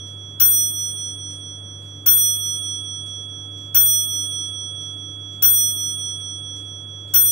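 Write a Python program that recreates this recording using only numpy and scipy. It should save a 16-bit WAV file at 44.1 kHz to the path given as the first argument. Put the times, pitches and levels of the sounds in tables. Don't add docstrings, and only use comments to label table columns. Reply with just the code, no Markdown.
import sys
import numpy as np
from scipy import signal
from scipy.fft import rfft, irfft
from scipy.io import wavfile

SR = 44100
rng = np.random.default_rng(int(sys.argv[2]) if len(sys.argv) > 2 else 0)


def transcribe(signal):
    frames = np.atleast_2d(signal).T
    limited = np.clip(frames, -1, 1)
    pcm = np.round(limited * 32767).astype(np.int16)
    wavfile.write(sys.argv[1], SR, pcm)


N = 322371
TIME_S = np.arange(N) / SR
RING_S = TIME_S[:2 * SR]
ROOM_T60_S = .5


def undb(db):
    return 10 ** (np.asarray(db) / 20)


def fade(t60_s):
    return np.exp(-np.log(1000) * RING_S / t60_s)


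def pan(left_db):
    return undb(np.array([[left_db], [-left_db]]) / 2)


def unit_rms(x):
    return x / np.sqrt(np.mean(x ** 2))


def add(out, sound, start_s):
    start = int(start_s * SR)
    first, end = max(start, 0), min(start + sound.shape[1], N)
    out[:, first:end] += sound[:, first - start:end - start]


def noise(size, colour, alike_hz=1, patchy_db=0):
    bin_hz = np.arange(size // 2 + 1) * SR / size + 1
    hz, db = np.transpose(colour)
    colour_db = np.interp(np.log(bin_hz), np.log(hz), db)
    mid, side = rfft(rng.standard_normal((2, size)))
    alike = .97 / (1 + (bin_hz / alike_hz) ** 2)
    stereo = mid * np.sqrt(1 + alike) + np.array([[1], [-1]]) * side * np.sqrt(1 - alike)
    grid_hz = np.arange(0, SR / 2, 90)
    ripple_db = patchy_db * np.interp(bin_hz, grid_hz, rng.uniform(-1, 1, len(grid_hz)))
    return unit_rms(irfft(stereo * undb(colour_db + ripple_db), size))


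def standing_wave(rise_s, scatter, spread_hz):
    decay = fade(ROOM_T60_S)
    echoes = rng.standard_normal((2, len(RING_S))) + 1j * rng.standard_normal((2, len(RING_S)))
    echoes = signal.sosfilt(signal.butter(2, spread_hz, fs=SR, output="sos"), echoes) * decay
    pile = np.cumsum(echoes, axis=1) / np.sqrt(2 * np.sum(decay ** 2))
    rise = 1 - np.exp(-RING_S / rise_s)
    settle = 1 - decay ** 2
    return rise + scatter * (pile - pile[:, -1:] * settle)


def bell_partial(split_hz, t60_s, left_db, right_db, twin_left_db, twin_right_db, twin_t60_s,
                 dip_s, lead_rad, rise_s):
    main = undb([[left_db], [right_db]]) * fade(t60_s)
    beat = np.exp(2j * np.pi * split_hz * (RING_S - dip_s))
    twin = undb([[twin_left_db], [twin_right_db]]) * fade(twin_t60_s) * beat
    left_lead = np.exp(1j * np.array([[lead_rad], [0]]))
    return (main - twin) * left_lead * standing_wave(rise_s, scatter=.65, spread_hz=700)


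# start in seconds, gain in dB of the two lowest partials as the blow
BLOWS = [(-1.28, -2), (.398, -4), (2.060, 0), (3.745, .7), (5.422, -.7), (7.137, -3)]
# frequency in Hz, offset of the twin mode in Hz.
BELL_PITCHES = [(1308, 0), (3358.8, -2.15), (5882.04, 4.49), (8769, 2.5), (12000.2, 3), (14456, -58),
                (14690, 6), (15576.4, -6.1)]
# T60 in seconds, left and right level in dB, twin's left and right level
# in dB, twin's T60 in seconds, beat dip time in seconds, left lead in radians, rise in seconds.
BELL_RINGS = [(13, -45.5, -46.8, -75, -75, 5, .3, 2.2, .03),
              (9.5, -32.5, -20.3, -44, -43, 6, .41, -.2, .012),
              (2.87, -21.5, -17.3, -24.5, -17.6, 2.95, .102, -.55, .06),
              (1.97, -17.4, -11.8, -26.5, -17.2, 1.4, .375, -1.9, .007),
              (.8, -4.6, -13, -20, -27, .6, .26, .5, .042),
              (.36, -24.5, -24.5, -29, -29, .36, .025, 1.2, .006),
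              (.9, -47, -49, -55, -55, .8, .07, .5, .02), (.5, -6.3, -13.7, -15, -19.5, .5, .08, -.8, .017)]


def bell():
    gaps_s = list(np.diff([start_s for start_s, _ in BLOWS])) + [RING_S[-1]]
    handovers = [np.exp(-np.maximum(RING_S - gap_s, 0) / .015) for gap_s in gaps_s]
    out = np.zeros((2, N))
    for index, ((hz, split_hz), row) in enumerate(zip(BELL_PITCHES, BELL_RINGS)):
        ring = bell_partial(split_hz, *row)
        envelope = np.zeros((2, N), complex)
        for (start_s, low_db), handover in zip(BLOWS, handovers):
            add(envelope, undb(low_db if index < 2 else 0) * ring * handover, start_s)
        out += np.imag(envelope * np.exp(2j * np.pi * hz * TIME_S))
    return out


def resonance(hz, width_hz):
    return unit_rms(signal.lfilter(*signal.iirpeak(hz, hz / width_hz, fs=SR), rng.standard_normal(N)))


def mains_hum(hz=99.8):
    tone = np.sqrt(2) * np.sin(2 * np.pi * hz * TIME_S)
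    return undb(-40.4) * tone + undb(-64) * resonance(hz, width_hz=6)


# frequency in Hz, level in dB.
DRONE_TONES = [(136, -62), (146.5, -56), (163.3, -66), (220, -64)]


def drone(pair_hz=294.3, pair_db=-56.8, beat_hz=1.33, crest_s=.53):
    tones = list(DRONE_TONES) + [(pair_hz, pair_db), (pair_hz - beat_hz, pair_db - 2.5)]
    return sum(undb(db) * np.sqrt(2) * np.sin(2 * np.pi * hz * (TIME_S - crest_s)) for hz, db in tones)


# frequency in Hz, width in Hz, level in dB before the band-pass.
HOLLOW_MODES = [(145, 10, -58.5), (224, 10, -68), (292, 14, -62), (322, 16, -61)]


def hollows():
    modes = sum(undb(db) * resonance(hz, width_hz) for hz, width_hz, db in HOLLOW_MODES)
    return signal.sosfilt(signal.butter(2, [90, 450], "bandpass", fs=SR, output="sos"), modes)


# frequency in Hz, relative density in dB.
AIR_COLOUR = [(20, -33), (35, -19), (55, -7), (85, -1), (140, -2), (190, -7), (300, -5.5), (550, -7.5),
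              (800, -16.3), (1400, -17.3), (2400, -28), (4200, -39), (10000, -44), (15000, -56)]


def air():
    return undb(-49.2) * noise(N, AIR_COLOUR, alike_hz=550) * pan(2.8)


# frequency in Hz, relative density in dB.
WHIRR_COLOUR = [(800, -10), (2800, 3), (4000, -3), (5500, -2), (7500, 1), (9500, -2), (11200, 0),
                (12500, -8), (15500, -12)]


def strike_train(contacts_per_s=300, grain_s=.005, lift_s=.25):
    contacts = (rng.random(N) < contacts_per_s / SR) * rng.random(N)
    grains = signal.lfilter([1], [1, -np.exp(-1 / (grain_s * SR))], contacts)
    lift = np.zeros((1, N))
    for blow_s, _ in BLOWS[1:]:
        add(lift, np.linspace(0, 1, int(lift_s * SR))[None], blow_s - lift_s)
    return undb(-69 + 4.5 * lift) * unit_rms(.8 + grains) * noise(N, WHIRR_COLOUR) * pan(2.5)


# frequency in Hz, relative density in dB.
TICK_COLOUR = [(600, -12), (1500, -4), (3000, -1), (4500, -2), (6500, -2), (8000, 3), (9500, -7),
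               (11000, -10), (12700, -7), (13600, -19), (16000, -25)]
# first drop in seconds, gain in dB.
PALLETS = [(.066, -52.8), (.429, -50.5)]


def escapement(period_s=.8761):
    size = SR // 2
    click, room_tail = undb(-2) * fade(.03), undb(-2.5) * fade(.6)
    envelope = (click + room_tail) * (1 - np.exp(-RING_S / .003))
    out = np.zeros((2, N))
    for first_s, db in PALLETS:
        for drop_s in np.arange(first_s, TIME_S[-1], period_s):
            add(out, undb(db) * noise(size, TICK_COLOUR, patchy_db=6) * envelope[:size], drop_s)
    return out * pan(1.5)


# frequency in Hz, level in dB, T60 in seconds.
CASE_MODES = [(295, -44, .5), (425, -49, .3), (1065, -36, .2), (1400, -39, .45), (1452, -31.5, .32),
              (1485, -33, .46), (1562, -42.5, .55), (2280, -47, .18), (2645, -46, .28), (2803, -42.5, .48),
              (2870, -46, .4), (3060, -41, .2), (4550, -41, .18), (4750, -44, .22), (6950, -46, .25),
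              (9750, -41, .3), (10100, -43, .3)]


def case_knock():
    lead_rad = np.array([[1.6], [0]])
    out = np.zeros((2, len(RING_S)))
    for hz, db, t60_s in CASE_MODES:
        tone = np.exp(1j * (2 * np.pi * hz * RING_S + lead_rad))
        out += undb(db) * fade(t60_s) * np.imag(tone * standing_wave(.005, scatter=.6, spread_hz=200))
    return out


def clatter(colour, rise_s, t60_s):
    envelope = fade(t60_s) * (1 - np.exp(-RING_S / rise_s))
    return noise(len(RING_S), colour, alike_hz=500, patchy_db=8) * envelope


# frequency in Hz, relative density in dB.
CRACK_COLOUR = [(500, -24), (2500, -10), (5000, -6), (10000, -1), (15000, 0)]
WASH_COLOUR = [(150, -18), (300, -4), (750, -11), (1100, -8), (2000, -10), (3000, -5), (4000, -15),
               (4600, -10), (6500, -13), (8000, -9), (9800, -2), (11000, -3), (13000, 3), (15500, 2)]
REBOUND_COLOUR = [(100, -15), (400, -2), (800, -4), (1400, -2), (2200, -5), (3100, 3), (4000, -8),
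                  (4550, 1), (5500, -10), (9000, -12), (15000, -14)]


def hammer(rebound_s=.0175, right_lag_s=.0003):
    knock = case_knock()
    wash = undb(-22.8) * clatter(WASH_COLOUR, rise_s=.008, t60_s=.31)
    rebound = undb(-22) * clatter(REBOUND_COLOUR, rise_s=.002, t60_s=.035)
    out = np.zeros((2, N))
    for blow_s, _ in BLOWS[1:]:
        left = undb(-10) * clatter(CRACK_COLOUR, rise_s=.002, t60_s=.022)[0]
        right = np.interp(RING_S - right_lag_s, RING_S, left)
        crack = np.stack([left, right])
        add(out, pan(5) * (crack + wash) + pan(2) * knock, blow_s)
        add(out, pan(4.5) * rebound, blow_s + rebound_s)
    return out


def scene():
    clock = bell() + hammer() + escapement() + strike_train()
    room = pan(1.5) * (mains_hum() + hollows() + drone()) + air()
    return clock + room


def record(dry):
    return signal.sosfilt(signal.ellip(10, .1, 80, 15900, fs=SR, output="sos"), dry)


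dry = scene()
out = record(dry)
transcribe(out)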